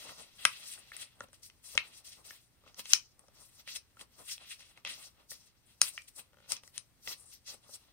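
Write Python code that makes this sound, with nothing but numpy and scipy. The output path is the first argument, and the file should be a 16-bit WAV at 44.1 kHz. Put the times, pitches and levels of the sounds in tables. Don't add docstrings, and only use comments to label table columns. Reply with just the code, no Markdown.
import sys
import numpy as np
from scipy import signal
from scipy.fft import rfft, irfft, next_fast_len
from scipy.io import wavfile

SR = 44100
rng = np.random.default_rng(int(sys.argv[2]) if len(sys.argv) > 2 else 0)


def file_out(sig):
    cols = np.atleast_2d(sig).T
    lim = np.clip(cols, -1, 1)
    pcm = np.round(lim * 32767).astype(np.int16)
    wavfile.write(sys.argv[1], SR, pcm)


N = 349272

# start_s, panel_db, panel_pitch_hz, thud_db, flap_db, crack_db, tick_db, left_over_right_db
BUCKLES = [(0.0922, -38, 1550, -49.5, -46, -52.5, -58, 1), (0.452, -10.5, 1620, -35, -9, -17, -10, 2.5),
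           (0.7758, -50, 1530, -57, -69, -65, -64, 0.0), (0.9183, -34.5, 1787, -57, -63.5, -65, -62, 0),
           (0.9664, -44, 2020, -74, -43.0, -45, -33, 5),
           (1.2059, -31.5, 1420, -36.5, -42, -42.5, -54, -0.5), (1.286, -63.5, 1600, -54, -69, -60, -71, 2),
           (1.331, -54, 1570, -55.5, -55.5, -56, -50, 0), (1.4995, -57, 2156, -68.5, -46, -56.5, -70, 3),
           (1.7527, -47, 1310, -33.5, -48.5, -38.5, -61, 3.5),
           (1.777, -12, 2270, -41.5, -12.5, -26, -35, 3), (2.3071, -38.5, 1760, -52.5, -43, -45, -60, 0),
           (2.6375, -58.5, 1210, -57.5, -62.5, -71, -77, 2),
           (2.6629, -52.5, 1126, -53, -63.5, -68, -74, 3.5), (2.677, -53, 2180, -73, -53, -67, -62, -6),
           (2.7443, -57, 1970, -88, -52.5, -48, -65, -5.5), (2.794, -51, 1880, -48.5, -35, -44.5, -49, 0),
           (2.856, -48.0, 1990, -53, -38.5, -43, -49, 4), (2.934, -34, 2325, -43, -12, -5.5, -18.5, 4),
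           (3.1935, -64, 1850, -81, -61, -59, -47.5, 2.5), (3.2833, -57.0, 1304, -48, -64, -60, -64, 1),
           (3.676, -34.5, 2360, -54.5, -42.5, -42, -47.5, -0.5),
           (3.7599, -51, 2150, -64, -40, -43, -53.0, 7), (3.9694, -48, 1360, -59, -55, -68, -64.5, 0),
           (3.9944, -63, 2420, -74.5, -43.5, -59, -55, 2), (4.0112, -48, 1694, -57.5, -38.5, -66, -66.0, 0),
           (4.3795, -61, 1950, -57, -41, -53, -62, 1), (4.6075, -48.5, 2170, -57, -66, -64, -51.5, -2),
           (4.7748, -45.5, 2160, -68, -52.0, -58, -59, 1.5),
           (4.8497, -35, 2180, -45, -27.5, -39, -42.5, -1), (4.8742, -32.5, 2090, -68, -34, -39, -43, 1),
           (5.3172, -44, 1885, -48, -52, -59.5, -58, 9), (5.816, -23, 1705, -38, -18, -12, -6, 3.5),
           (5.978, -24, 2365, -79, -39, -60, -64, 1.5), (6.0196, -77, 2170, -85.0, -51, -49, -48.5, 0),
           (6.52, -42.5, 2020, -44.5, -32.5, -26, -28.5, 14.5), (6.5667, -58, 2300, -69, -40, -40, -54, -6),
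           (6.6352, -51, 2020, -51, -47, -57, -57, 2), (6.677, -52, 2030, -68, -56, -46, -47, 0.5),
           (6.7792, -70, 2287, -86, -35, -30.5, -32.5, 6.5),
           (7.0746, -28, 2023, -46.5, -29.5, -51.5, -51.5, 0.5), (7.543, -58, 1400, -48, -60, -61, -57, 2),
           (7.692, -56, 1290, -47.5, -64, -66, -66, 3)]
# pitch_ratio, level_db
LARGE_PANEL_MODES = [(.85, -14.5), (1.0, -4), (1.2, -7)]
# pitch_hz, level_db
SMALL_FLAP_MODES = [(2700, -10), (3100, -2), (3600, -7.5), (4200, -8.5)]
CREASE_MODES = [(4800, -10), (5400, -2), (6100, 0), (6900, -9)]
TICK_MODES = [(8200, -8.5), (9100, 0), (9700, -10.5), (12200, -27), (14500, -23)]
WHOLE_SHEET_MODES = [(110, -22.5), (260, -18), (560, -8.5), (850, -9.5)]
RING_CYCLES, THUD_CYCLES = 14, 6
BUCKLE_LEAD_S = .00012
SPOT_SPREAD_S = .00009
SHEET_CUT_HZ = 946


def buckling_snaps(events):
    start_s, panel_db, panel_hz, thud_db, flap_db, crack_db, tick_db, pan_db = events.T
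    onsets = np.round((start_s - BUCKLE_LEAD_S) * SR).astype(int)
    port_gains = from_db(np.outer([.5, -.5], pan_db))
    ring_samples, thud_samples = 600, 2000
    slips = np.zeros((len(events), thud_samples))
    slips[:, 0] = 1
    late = rng.random((len(events), 160)) < .08
    slips[:, 4:164] = late * rng.normal(0, .25, late.shape) * np.exp(-np.arange(160) / 45)
    slips /= np.linalg.norm(slips, axis=1, keepdims=True)
    spot_lags = rng.uniform(0, SPOT_SPREAD_S * SR, (len(events), 2, 16)).round().astype(int)
    sheet, thuds = np.zeros((2, 2, N + thud_samples))
    for k, slip in enumerate(slips):
        modes = [(ratio * panel_hz[k], db + panel_db[k]) for ratio, db in LARGE_PANEL_MODES]
        modes += [(hz, db + flap_db[k]) for hz, db in SMALL_FLAP_MODES]
        modes += [(hz, db + crack_db[k]) for hz, db in CREASE_MODES]
        modes += [(hz, db + tick_db[k]) for hz, db in TICK_MODES]
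        for m, (hz, db) in enumerate(modes):
            ringing = from_db(db) * paper_mode(slip[:ring_samples], hz, RING_CYCLES)
            for port in (0, 1):
                start = onsets[k] + spot_lags[k, port, m]
                sheet[port, start:start + ring_samples] += port_gains[port, k] * ringing
        thud = sum(from_db(db + thud_db[k]) * paper_mode(slip, hz, THUD_CYCLES)
                   for hz, db in WHOLE_SHEET_MODES)
        thuds[:, onsets[k]:onsets[k] + thud_samples] += port_gains[:, k:k + 1] * thud
    bass_cut = signal.butter(3, SHEET_CUT_HZ, "high", fs=SR, output="sos")
    return (signal.sosfilt(bass_cut, sheet + 1e-18) + thuds)[:, :N]


def paper_mode(clicks, hz, cycles):
    t60_s = cycles / hz
    unit_peak = 2 * np.e * np.log(1000) / (t60_s * SR)
    return unit_peak * resonator(resonator(clicks, hz, t60_s), hz, t60_s)


def resonator(clicks, hz, t60_s):
    radius, angle = from_db(-60 / (t60_s * SR)), 2 * np.pi * hz / SR
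    return signal.lfilter([0, np.sin(angle)], [1, -2 * radius * np.cos(angle), radius ** 2], clicks + 1e-18)


# panel_db, panel_pitch_hz, thud_db, flap_db, crack_db, tick_db, left_over_right_db
CREAK_BUCKLE = (-59, 1452.5, -57, -62, -72.5, -71.5, 4.5)


def creak_events(start_s=6.33, ticks=10, gap_s=.018, unevenness=.35, spread_db=1.5):
    chance = rng.uniform(-1, 1, (ticks, 2))
    times_s = start_s + gap_s * (np.arange(ticks) + unevenness * chance[:, 0])
    is_level = np.array([1, 0, 1, 1, 1, 1, 0])
    return np.column_stack([times_s, CREAK_BUCKLE + spread_db * chance[:, 1:] * is_level])


# full_pressure_s, swell_s, hold_s, fade_s, hiss_db, body_db, rumble_db, sheen_db
FINGER_STROKES = [(0, .05, 0.049, 0.26, -57.5, -60.5, -64, -66),
                  (.097, 0.1, 0.00079, 0.06, -71, -58, -55, -57.5),
                  (.185, 0.039, 0.023, 0.1, -64.5, -56.5, -63, -60.5),
                  (0.419, 0.094, 0.025, 0.56, -60, -51, -66, -58.5),
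                  (0.663, 0.1, 0.073, 0.053, -57.5, -61.5, -108, -54.5),
                  (0.79, 0.078, 0, 0.04, -88, -67, -62.5, -66),
                  (0.933, 0.013, 0.02, 0.13, -67, -57, -69.5, -65),
                  (1.015, 0.1, 0.0082, 0.048, -56.5, -48.5, -68.5, -53.5),
                  (1.243, 0.079, 0, 0.0087, -71, -60, -60, -65),
                  (1.341, 0.019, 0.0023, 0.039, -71, -69, -73, -64),
                  (1.433, .013, 0.031, 0.032, -57.5, -64.5, -91, -57),
                  (1.644, 0.016, 0.11, 0.05, -57, -64.5, -73.5, -55),
                  (1.75, 0.051, 0.024, 0.31, -78, -67, -67, -87),
                  (1.859, 0.11, 0, 0.065, -66, -57.5, -64.5, -71),
                  (1.976, 0.12, 0.014, 0.039, -63, -65, -100, -62.5),
                  (2.049, 0.012, 0.027, 0.091, -59.5, -60.5, -84, -56),
                  (2.13, 0.031, 0.003, 0.052, -57, -59.5, -74, -60),
                  (2.169, .01, 0.047, 0.025, -74, -69, -68.5, -74.5),
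                  (2.251, 0.016, 0.076, .11, -61.5, -60, -72, -60),
                  (2.678, 0.039, 0, 0.1, -73, -69, -67, -82),
                  (2.794, 0.027, 0.0038, 0.028, -50.5, -52, -59.5, -51.5),
                  (2.92, 0.06, 0.02, 0.044, -43.5, -43, -66, -45),
                  (3.016, .05, 0, 0.065, -55.5, -80.5, -95, -88),
                  (3.196, .04, 0.0016, .3, -81, -86, -73, -80),
                  (3.349, 0.039, 0.011, 0.18, -74, -72.5, -80.5, -72.5),
                  (3.411, 0.076, 0, 0.21, -69, -71, -71.5, -61.5),
                  (3.601, 0.072, 0.0064, 0.015, -60, -65.5, -67.5, -65.5),
                  (3.69, 0.029, 0.026, 0.048, -50.5, -53, -68.5, -58.5),
                  (3.764, 0.041, 0, 0.02, -46.5, -50.5, -58.5, -48),
                  (4.014, 0.038, 0, 0.025, -60.5, -57.5, -60, -57),
                  (4.131, 0.037, .03, .1, -74.5, -73.5, -77, -73),
                  (4.188, 0.026, 0.011, 0.16, -67, -64, -65, -59.5),
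                  (4.318, 0.065, 0.0055, 0.049, -49.5, -46.5, -77, -48.5),
                  (4.418, 0.033, 0.0052, 0.073, -87, -55.5, -67.5, -61.5),
                  (4.513, .07, 0.002, 0.057, -52.5, -53, -74, -55),
                  (4.604, 0.057, 0, 0.14, -65.5, -60.5, -73, -68),
                  (4.709, 0.32, 0.0046, 0.023, -74.5, -65.5, -80.5, -71),
                  (4.778, 0.025, 0.0023, 0.034, -77, -64, -67, -72),
                  (4.856, 0.0084, 0.0038, 0.12, -58, -47.5, -60, -70),
                  (4.897, 0.034, 0, 0.12, -52.5, -47.5, -63.5, -53),
                  (4.979, 0.076, 0.092, 0.053, -61.5, -65.5, -70.5, -62.5),
                  (5.196, 0.066, 0, 0.097, -74.5, -76, -66, -79.5),
                  (5.309, 0.018, 0, 0.081, -50.5, -56.5, -65.5, -52),
                  (5.39, 0.054, 0.087, 0.071, -74, -73, -82.5, -78),
                  (5.702, .06, 0.0024, 0.078, -84, -69.5, -89.5, -72),
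                  (5.814, 0.0054, 0.068, 0.036, -54, -50.5, -67, -46.5),
                  (5.939, 0.19, 0, 0.19, -62.5, -74, -77, -66),
                  (6.084, 0.012, 0, 0.017, -54.5, -57.5, -78, -52),
                  (6.163, 0.013, 0.0013, 0.046, -56.5, -76, -78, -52),
                  (6.191, 0.031, 0.0027, 0.023, -54, -51, -57, -46.5),
                  (6.509, 0.022, 0.021, 0.017, -43.5, -48, -56.5, -44.5),
                  (6.544, 0.11, 0.029, 0.033, -61, -58, -75, -70),
                  (6.638, 0.013, 0, 0.087, -64, -77, -72, -66),
                  (6.751, 0.027, 0.013, 0.051, -65.5, -60.5, -67, -65),
                  (7.083, .05, 0.048, 0.024, -49, -57, -64, -52),
                  (7.18, .05, 0.065, 0.12, -73.5, -79, -75, -62),
                  (7.21, 0.043, 0, .03, -82, -75.5, -65, -79),
                  (7.34, 0.07, 0, 0.042, -57, -66.5, -98.5, -57),
                  (7.479, 0.026, 0.024, 0.054, -50, -55.5, -67.5, -58.5),
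                  (7.542, 0.041, 0, 0.019, -77, -62.5, -63.5, -57.5),
                  (7.64, .06, 0.13, 0.28, -82, -71, -73, -85),
                  (7.752, 0.08, 0.004, 0.017, -52.5, -66, -75, -51),
                  (7.801, 0.026, 0, 0.092, -72.5, -88, -77.5, -71.5)]
# hiss_db, body_db, rumble_db, sheen_db
HOLDING_LEVELS = (-85, -85.5, -88, -87)


def stroke_envelopes(edge_db=20, edge_curve=1.03, shortest_s=.004):
    t = np.arange(0, N + 64, 64) / SR
    full_s, swell_s, hold_s, fade_s, *levels_db = np.transpose(FINGER_STROKES)[..., None]
    early = np.maximum(full_s - t, 0) / np.maximum(swell_s, shortest_s)
    late = np.maximum(t - full_s - hold_s, 0) / np.maximum(fade_s, shortest_s)
    shape = from_db(-edge_db * (early + late) ** edge_curve)
    powers = [np.sum((from_db(db) * shape) ** 2, axis=0) + from_db(holding_db) ** 2
              for db, holding_db in zip(levels_db, HOLDING_LEVELS)]
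    return [np.interp(np.arange(N) / SR, t, np.sqrt(power)) for power in powers]


# frequency_hz, relative_density_db
CREASE_HISS = [(4000, -3.5), (4800, 1.5), (5800, 4.5), (6800, -4), (7400, -13.5)]
PAPER_BODY = [(1000, -20), (1600, -1), (2200, 3), (3000, 8.5), (4000, 5.5), (5000, -6)]
FINGERTIP_RUMBLE = [(50, -21.5), (120, -2.5), (250, 0.5), (400, 1.5), (700, -0.5), (1100, 3.5),
                    (1500, -8.5), (2000, -13)]
FIBRE_WHISPER = [(10000, -75), (11000, 25.5), (13000, 33.5), (14500, 29), (15800, 35.5)]
EDGE_SHEEN = [(7000, -10.5), (8000, -2.5), (9200, 1.5), (10000, -5.5), (10800, -18.5)]


def finger_friction(crackles_per_s=55, crackle_db=12.5, flicker_db=3.27, whisper_db=-3, hiss_share=.45):
    hiss, body, rumble, sheen = stroke_envelopes()
    whisper = from_db(whisper_db) * hiss ** hiss_share * sheen ** (1 - hiss_share)
    contacts = rng.standard_normal((3, N))
    contacts *= from_db(.96 * np.minimum(rng.exponential(1, (3, N)), 4))
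    fibre_breaks = rng.random(N) < crackles_per_s / SR
    contacts[0] *= 1 + from_db(crackle_db) * fibre_breaks
    catches = contacts[0] + 1.2 * contacts[1:]
    bands = [(CREASE_HISS, hiss), (PAPER_BODY, body), (FINGERTIP_RUMBLE, rumble),
             (FIBRE_WHISPER, whisper), (EDGE_SHEEN, sheen)]
    return sum(envelope * from_db(flicker_db * drift(17)) * colour(catches, spectrum)
               for spectrum, envelope in bands)


def table_reflection(paper, lag_s=.0015, level_db=-9):
    return from_db(level_db) * np.array([delay(side, lag_s) for side in paper])


# frequency_hz, t60_s
ROOM_DECAY = [(300, 0.16), (1500, 0.16), (4000, 0.14), (8000, 0.12), (14000, 0.098)]


def reverberation(paper, first_wall_s=.008, nearby_db=-3.5):
    t = np.arange(SR // 2) / SR
    edges_hz = 200 * 2.0 ** np.arange(8)
    white, echoes = rng.standard_normal((2, len(t))), 0
    for low, high in zip(edges_hz, np.minimum(edges_hz[1:], 20000)):
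        band = signal.sosfilt(signal.butter(2, [low, high], "band", fs=SR, output="sos"), white)
        t60_s = at_hz(ROOM_DECAY, np.sqrt(low * high))
        echoes = echoes + band * from_db(-60 * t / t60_s)
    echoes *= np.where(t < first_wall_s, from_db(nearby_db) * (t > .002), 1)
    echoes /= np.sqrt(np.sum(echoes ** 2) / 2)
    return signal.fftconvolve(paper, echoes, axes=1)[:, :N]


# frequency_hz, relative_density_db
NOISE_FLOOR = [(12, -43.5), (20, -2), (55, 7), (86, 7), (127, 2.5), (459, -9), (897, -13.5), (2140, -13),
               (2600, -16), (4420, -17.5), (7110, -21.5), (9140, -17.5), (10500, -26), (14300, -15.5),
               (16000, -20)]
# frequency_hz, correlation
PORT_CORRELATION = [(60, 0.16), (300, 0.6), (1000, 0.57), (3000, 0.13), (8000, .01)]


def room_tone(level_db=-70.5):
    mid, side = rfft(rng.standard_normal((2, N)))
    hz = np.maximum(np.arange(N // 2 + 1) * SR / N, 1)
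    alike = at_hz(PORT_CORRELATION, hz)
    pair = np.sqrt(1 + alike) * mid + np.sqrt(1 - alike) * side * [[1], [-1]]
    noise = irfft(pair * from_db(at_hz(NOISE_FLOOR, hz)) * (hz > 15), N)
    return from_db(level_db + .8 * drift(4)) * unit_rms(noise)


# pitch_hz, median_rms_db
HUM_HARMONICS = [(60, -89.5), (120, -84)]


def mains_hum(waver_db=3):
    t = np.arange(N) / SR
    return sum(np.sqrt(2) * from_db(db + waver_db * drift(3.6)) * np.sin(2 * np.pi * hz * t)
               for hz, db in HUM_HARMONICS)


def from_db(db):
    return 10 ** (np.asarray(db) / 20)


def unit_rms(x):
    return x / np.sqrt(np.mean(x ** 2) + 1e-20)


def at_hz(table, hz):
    table_hz, values = np.transpose(table)
    return np.interp(np.log(hz), np.log(table_hz), values)


def drift(bandwidth_hz):
    step = 40
    pole = np.exp(-2 * np.pi * bandwidth_hz * step / SR)
    white = rng.standard_normal(N // step + 2002)
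    slow = signal.lfilter([1], [1, -2 * pole, pole * pole], white)[2000:]
    return np.interp(np.arange(N) / step, np.arange(len(slow)), unit_rms(slow))


def colour(x, spectrum):
    size = next_fast_len(N)
    hz = np.maximum(np.arange(size // 2 + 1) * SR / size, 1)
    octaves_outside = np.abs(np.log2(hz / np.clip(hz, spectrum[0][0], spectrum[-1][0])))
    gain = from_db(at_hz(spectrum, hz) - 48 * octaves_outside)
    return unit_rms(irfft(rfft(x, size) * gain, size)[..., :N])


def delay(x, seconds):
    lag = round(seconds * SR)
    return np.concatenate([np.zeros(lag), x[:N - lag]])


def scene(port_lag_s=.0001, left_over_right_db=1.5, room_db=-9):
    paper = buckling_snaps(np.vstack([BUCKLES, creak_events()])) + finger_friction()
    left, right = paper + table_reflection(paper)
    balance = from_db([[left_over_right_db / 2], [-left_over_right_db / 2]])
    near = balance * np.array([left, delay(right, port_lag_s)])
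    return near + from_db(room_db) * reverberation(paper) + room_tone() + mains_hum()


def record(dry, port_hz=9100, width_hz=3000, lift_db=4, overload=.88, cutoff_hz=16400):
    resonance = signal.lfilter(*signal.iirpeak(port_hz, port_hz / width_hz, fs=SR), dry)
    ports = dry + (from_db([[lift_db], [-lift_db]]) - 1) * resonance
    clipped = np.clip(ports, -overload, overload)
    return signal.sosfilt(signal.cheby2(12, 50, cutoff_hz, fs=SR, output="sos"), clipped)


dry = scene()
out = record(dry)
file_out(out)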